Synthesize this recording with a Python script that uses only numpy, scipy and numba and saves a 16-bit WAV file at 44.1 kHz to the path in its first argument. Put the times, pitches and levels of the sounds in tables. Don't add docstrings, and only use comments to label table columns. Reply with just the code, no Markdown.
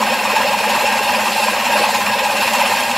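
import sys
import numpy as np
from scipy import signal
from scipy.fft import rfft, irfft, next_fast_len
from scipy.io import wavfile
from scipy.ndimage import uniform_filter1d
from numba import njit

SR = 44100
rng = np.random.default_rng(int(sys.argv[2]) if len(sys.argv) > 2 else 0)


def boost(x):
    u = np.asarray(x, float) / 20
    return 10 ** u


def file_out(sig):
    cols = np.atleast_2d(sig).T
    lim = np.clip(cols, -1, 1)
    pcm = np.round(lim * 32767).astype(np.int16)
    wavfile.write(sys.argv[1], SR, pcm)


N = 130977

# time in seconds, blades passed so far.
BLADES = [
    (0, .05),
    (.5, 8.85),
    (.75, 13.38),
    (1.0, 17.8),
    (1.5, 26.65),
    (2.0, 35.2),
    (2.5, 43.7),
    (2.97, 51.55),
]
BLADES_PER_TURN = 5
# time in seconds, push in dB, grass load in dB, lean on the handle in dB.
PUSH = [(0, 1.5, -1, 7.5), (.17, -0.5, -3.2, 2), (.36, 2.6, -1, 5.5), (.55, 0.1, -3, 2), (.72, 2.2, 0, 4.7),
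        (1.0, 1.4, -0.2, -0.5), (1.2, 0.4, -1, 4), (1.42, 0.7, 2, 3), (1.57, 0.7, -3, -0.5),
        (1.78, 3.15, 2.2, 6.5), (2.05, -0.8, -1.9, -4.3), (2.2, 0.5, -2.7, -0.5), (2.4, 0.6, 1.7, 5),
        (2.55, 2.3, 0, -1), (2.72, 2.3, 1, 2), (2.88, -0.5, -1.5, -3), (2.97, -0.5, -1.5, -9)]

# frequency in Hz, width in Hz, level in dB.
BAR = [(250, 40, -6), (340, 130, -2), (430, 60, -4)]
KNIFE = [(489, 83, -7.5), (529.3, 94, 0), (595, 49, 1.5), (652, 10, -8)]
FRAME = [(683, 65, -12), (755, 127, -8.5), (821.4, 31, 2.5), (867.6, 48, 0), (942, 108, -1.5),
         (1070, 133, -4.5), (1108, 52, -8), (1231, 180, -18)]
REEL = [(1460, 120, -13), (1575, 70, -5), (1632, 22, 2), (1730, 50, -10), (1832, 36, -1), (1930, 90, -9),
        (2010, 60, -9), (2070, 12, -3), (2165, 25, -12), (2265, 36, -9)]
SPIDERS = [(2430, 80, -4), (2510, 80, -1), (2600, 90, -3), (2685, 40, -1), (2733, 18, 3), (2830, 30, -7),
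           (3005, 90, -11), (3285, 70, -13), (3657, 14, -6), (4150, 90, -14), (4490, 80, -15),
           (5250, 140, -15), (5430, 120, -15), (7250, 250, -18)]
# level in dB, blade phase of the maximum in cycles, throb per blade in dB,
# throb per turn in dB, blade of the turn at the maximum, unevenness in dB.
PARTS = [
    (-41.5, 0.12, 1, 0, 1.3, 1),
    (-25.5, 0.0073, 5.0, 0, 0.71, 0.95),
    (-19, .42, 3, 0.18, 0.4, 0.57),
    (-26, 0.39, 1, 0.5, 1.2, -0.2),
    (-23, 0.41, 2, 0.5, 1.1, 0.84),
]
SCRAPES_PER_S, SCRAPE_SPREAD_DB, SMOOTH_RUB = 1500, 3.0, 0.88
SWEEP, WANDER = 0.23, 0.2
BIGGEST = 3.36

# frequency in Hz, level in dB.
SHEAR = [(250, -43.5), (400, -23), (700, 8), (1400, 0.5), (2200, 16.5), (3200, 12), (4500, 0), (6000, -1.5)]
SHEAR_DB = -27.5

# frequency in Hz, level in dB.
GRASS = [(4200, -0.5), (5900, -8.5), (7200, -6.5), (10200, -8), (12500, -7.5), (13300, -11.5), (14200, -16),
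         (15600, -30)]
GRASS_DB, SNIPS_PER_S, SNIP_SPREAD_DB, RUSTLE = -27, 2500, 6, 2.03
GRASS_THROB_DB, GRASS_PHASE, TUFT_DB = 1.6, 0.5, 0.5
PATCH_DB, PATCH_HZ = 1.5, 120

# frequency in Hz, level in dB.
TURF = [(12, -57), (20, -50), (45, -18.5), (91, -12), (162, -8.5), (173, -47), (190, 1), (250, 5),
        (420, -120)]
TURF_DB = -32

HUM_HZ, HUM_WAVER, HUM_DB = 212, 0.014, -38
HUM_BLADE_DB, HUM_PHASE, HUM_TURN_DB, HUM_TURN_AT = 1, 0.077, 3.5, 1.14

# start in seconds, peak in dB.
KNOCKS = [(0.098, -1), (0.3611, -11), (0.4813, -10), (0.5212, -16), (0.5854, -7), (1.0825, -8), (1.277, -2),
          (1.4313, -12), (1.5733, -6), (1.6437, -2), (1.7285, -17), (1.941, 0.5), (2.0602, -1), (2.188, -1),
          (2.362, -8), (2.4668, -3), (2.5333, -3), (2.608, -8), (2.7105, -6), (2.7591, -5), (2.8, 0),
          (2.9248, -16)]
KNOCK_DB, KNOCK_S = 3.5, 0.012
KNOCK_FROM_HZ = 2200

# frequency in Hz, side minus mid in dB.
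WIDTH = [(210, -23.5), (420, -13), (560, -52), (2400, -28.5), (4400, -13.5), (8000, -8.5), (9800, -21),
         (13000, -9)]
WIDTH_LAG_S = 0.031
MIC_DIP_HZ, MIC_DIP_WIDTH_HZ, MIC_DIP = 9150, 730, 0.96
TOP_HZ, HEADROOM = 15720, 1.1


def level(x, db):
    return x * boost(db) / np.sqrt(np.mean(x ** 2))


def curve(table, column):
    rows = np.array(table, float)
    return np.interp(np.arange(N) / SR, rows[:, 0], rows[:, column])


def colour(x, points):
    size = next_fast_len(N)
    rows = np.array(points, float)
    hz = np.maximum(np.arange(size // 2 + 1) * SR / size, 1)
    gain_db = np.interp(np.log(hz), np.log(rows[:, 0]), rows[:, 1])
    return irfft(rfft(x, size) * boost(gain_db), size)[:N]


@njit
def svf(x, hz, width):
    y, band, low = np.empty(len(x)), 0., 0.
    for i in range(len(x)):
        g = np.tan(np.pi * hz[i] / SR)
        damping = width / hz[i]
        v = (band + g * (x[i] - low)) / (1 + g * (g + damping))
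        band, low = 2 * v - band, low + 2 * g * v
        y[i] = damping * v
    return y


def ring(x, hz, width, skirt):
    hz = hz * np.ones(N)
    return svf(svf(x, hz, width), hz, skirt * width)


def walk(rate):
    hold = int(SR / rate)
    steps = np.repeat(rng.standard_normal(N // 100), hold)[:N]
    steps = uniform_filter1d(uniform_filter1d(steps, hold), hold)
    return 1.51 * (steps - uniform_filter1d(steps, size=4 * hold))


def grit(per_s, spread_db, smooth):
    when = rng.random(N)
    size = np.minimum(rng.exponential(size=N), BIGGEST)
    rub = rng.standard_normal(N)
    sign = np.sign(rub[::-1])
    catches = (when < per_s / SR) * sign * boost(spread_db * size)
    return level(catches, 0) + smooth * rub


def throb(phase, at):
    return np.cos(2 * np.pi * (phase - at))


def turn_throb(blades, at):
    return throb(blades / BLADES_PER_TURN, at / BLADES_PER_TURN)


def metal_part(modes, drive, blades, at, knock_db):
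    out = 0
    for k, (hz, width, db) in enumerate(modes):
        shift = width * (SWEEP * throb(blades, at + 0.33) + WANDER * walk(20))
        knock_share = min(hz / KNOCK_FROM_HZ, 1) ** 2
        force = drive * boost(1.94 * walk(25.995) + knock_db * knock_share)
        out = out + (-1) ** k * boost(db) * ring(force, hz + shift, width, 6.1)
    return out


def steel(blades, knock_db, push_db, lean_db):
    out = 0
    bite = walk(16)
    for modes, row in zip((BAR, KNIFE, FRAME, REEL, SPIDERS), PARTS):
        db, at, blade_db, turn_db, turn_at, uneven_db = row
        force_db = blade_db * throb(blades, at) + turn_db * turn_throb(blades, turn_at)
        force_db = force_db + (lean_db if modes is BAR else push_db)
        force_db = force_db + uneven_db * (walk(17) + 0.5 * bite)
        drive = grit(SCRAPES_PER_S, SCRAPE_SPREAD_DB, SMOOTH_RUB) * boost(force_db)
        out = out + level(metal_part(modes, drive, blades, at, knock_db), db)
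    rub = grit(SCRAPES_PER_S, SCRAPE_SPREAD_DB, SMOOTH_RUB)
    rub = rub * boost(push_db + knock_db + 1.4 * bite)
    shear = colour(rub, [(100, -6.5)] + SHEAR + [(9000, -19)])
    return out + level(shear, SHEAR_DB)


def grass(blades, load_db):
    out = 0
    tuft_db = load_db + GRASS_THROB_DB * throb(blades, GRASS_PHASE) + TUFT_DB * walk(9.04)
    snips = grit(SNIPS_PER_S, SNIP_SPREAD_DB, RUSTLE)
    for k, hz in enumerate(3000 + 450 * np.arange(29)):
        if k % 6 == 0:
            near, flutter = walk(9.25), walk(40.04)
        patch = ring(snips, hz + PATCH_HZ * walk(30), 410, 0.95)
        patch_db = tuft_db + 0.92 * near + PATCH_DB * walk(34.74) + 1.13 * flutter
        out = out + (-1) ** k * patch * boost(patch_db)
    return level(colour(out, [(2000, -13)] + GRASS), GRASS_DB)


def wheels():
    rumble = rng.standard_normal(N) * boost(1.1 * walk(5.2))
    return level(colour(rumble, TURF + [(400, -24)]), TURF_DB)


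def hum(blades, lean_db):
    hz = HUM_HZ * (1 + HUM_WAVER * walk(24.94))
    tone = np.sin(2 * np.pi * np.cumsum(hz) / SR)
    db = lean_db + HUM_BLADE_DB * throb(blades, HUM_PHASE) + 1.6 * walk(18)
    db = db + HUM_TURN_DB * turn_throb(blades, HUM_TURN_AT)
    return level(tone * boost(db), HUM_DB)


def knocks():
    t, rows = np.arange(N) / SR, np.array(KNOCKS, float)
    sizes = boost(rows[:, 1] - rows[:, 1].mean())
    total = 0
    for start, size in zip(rows[:, 0], sizes):
        total = total + size * (t > start) * np.exp(-np.maximum(t - start, 0) / KNOCK_S)
    return KNOCK_DB * total


def scene():
    blades = curve(BLADES, 1)
    push_db, load_db, lean_db = [curve(PUSH, column) for column in (1, 2, 3)]
    knock_db = knocks()
    mid = steel(blades, knock_db, push_db, lean_db) + grass(blades, load_db + 0.54 * knock_db)
    mid = mid + wheels() + hum(blades, lean_db)
    side = colour(np.roll(mid, int(WIDTH_LAG_S * SR)), WIDTH)
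    return np.array([mid + side, mid - side])


def roll_off(x):
    return signal.sosfilt(signal.butter(12, 15970, fs=SR, output="sos"), x)


def record(dry):
    heard = []
    for channel in HEADROOM * np.tanh(dry / HEADROOM):
        dipped = channel - MIC_DIP * svf(channel, MIC_DIP_HZ * np.ones(N), MIC_DIP_WIDTH_HZ)
        heard.append(colour(dipped, [(TOP_HZ, 0), (TOP_HZ + 90, -70)]))
    return roll_off(np.array(heard))


dry = scene()
out = record(dry)
file_out(out)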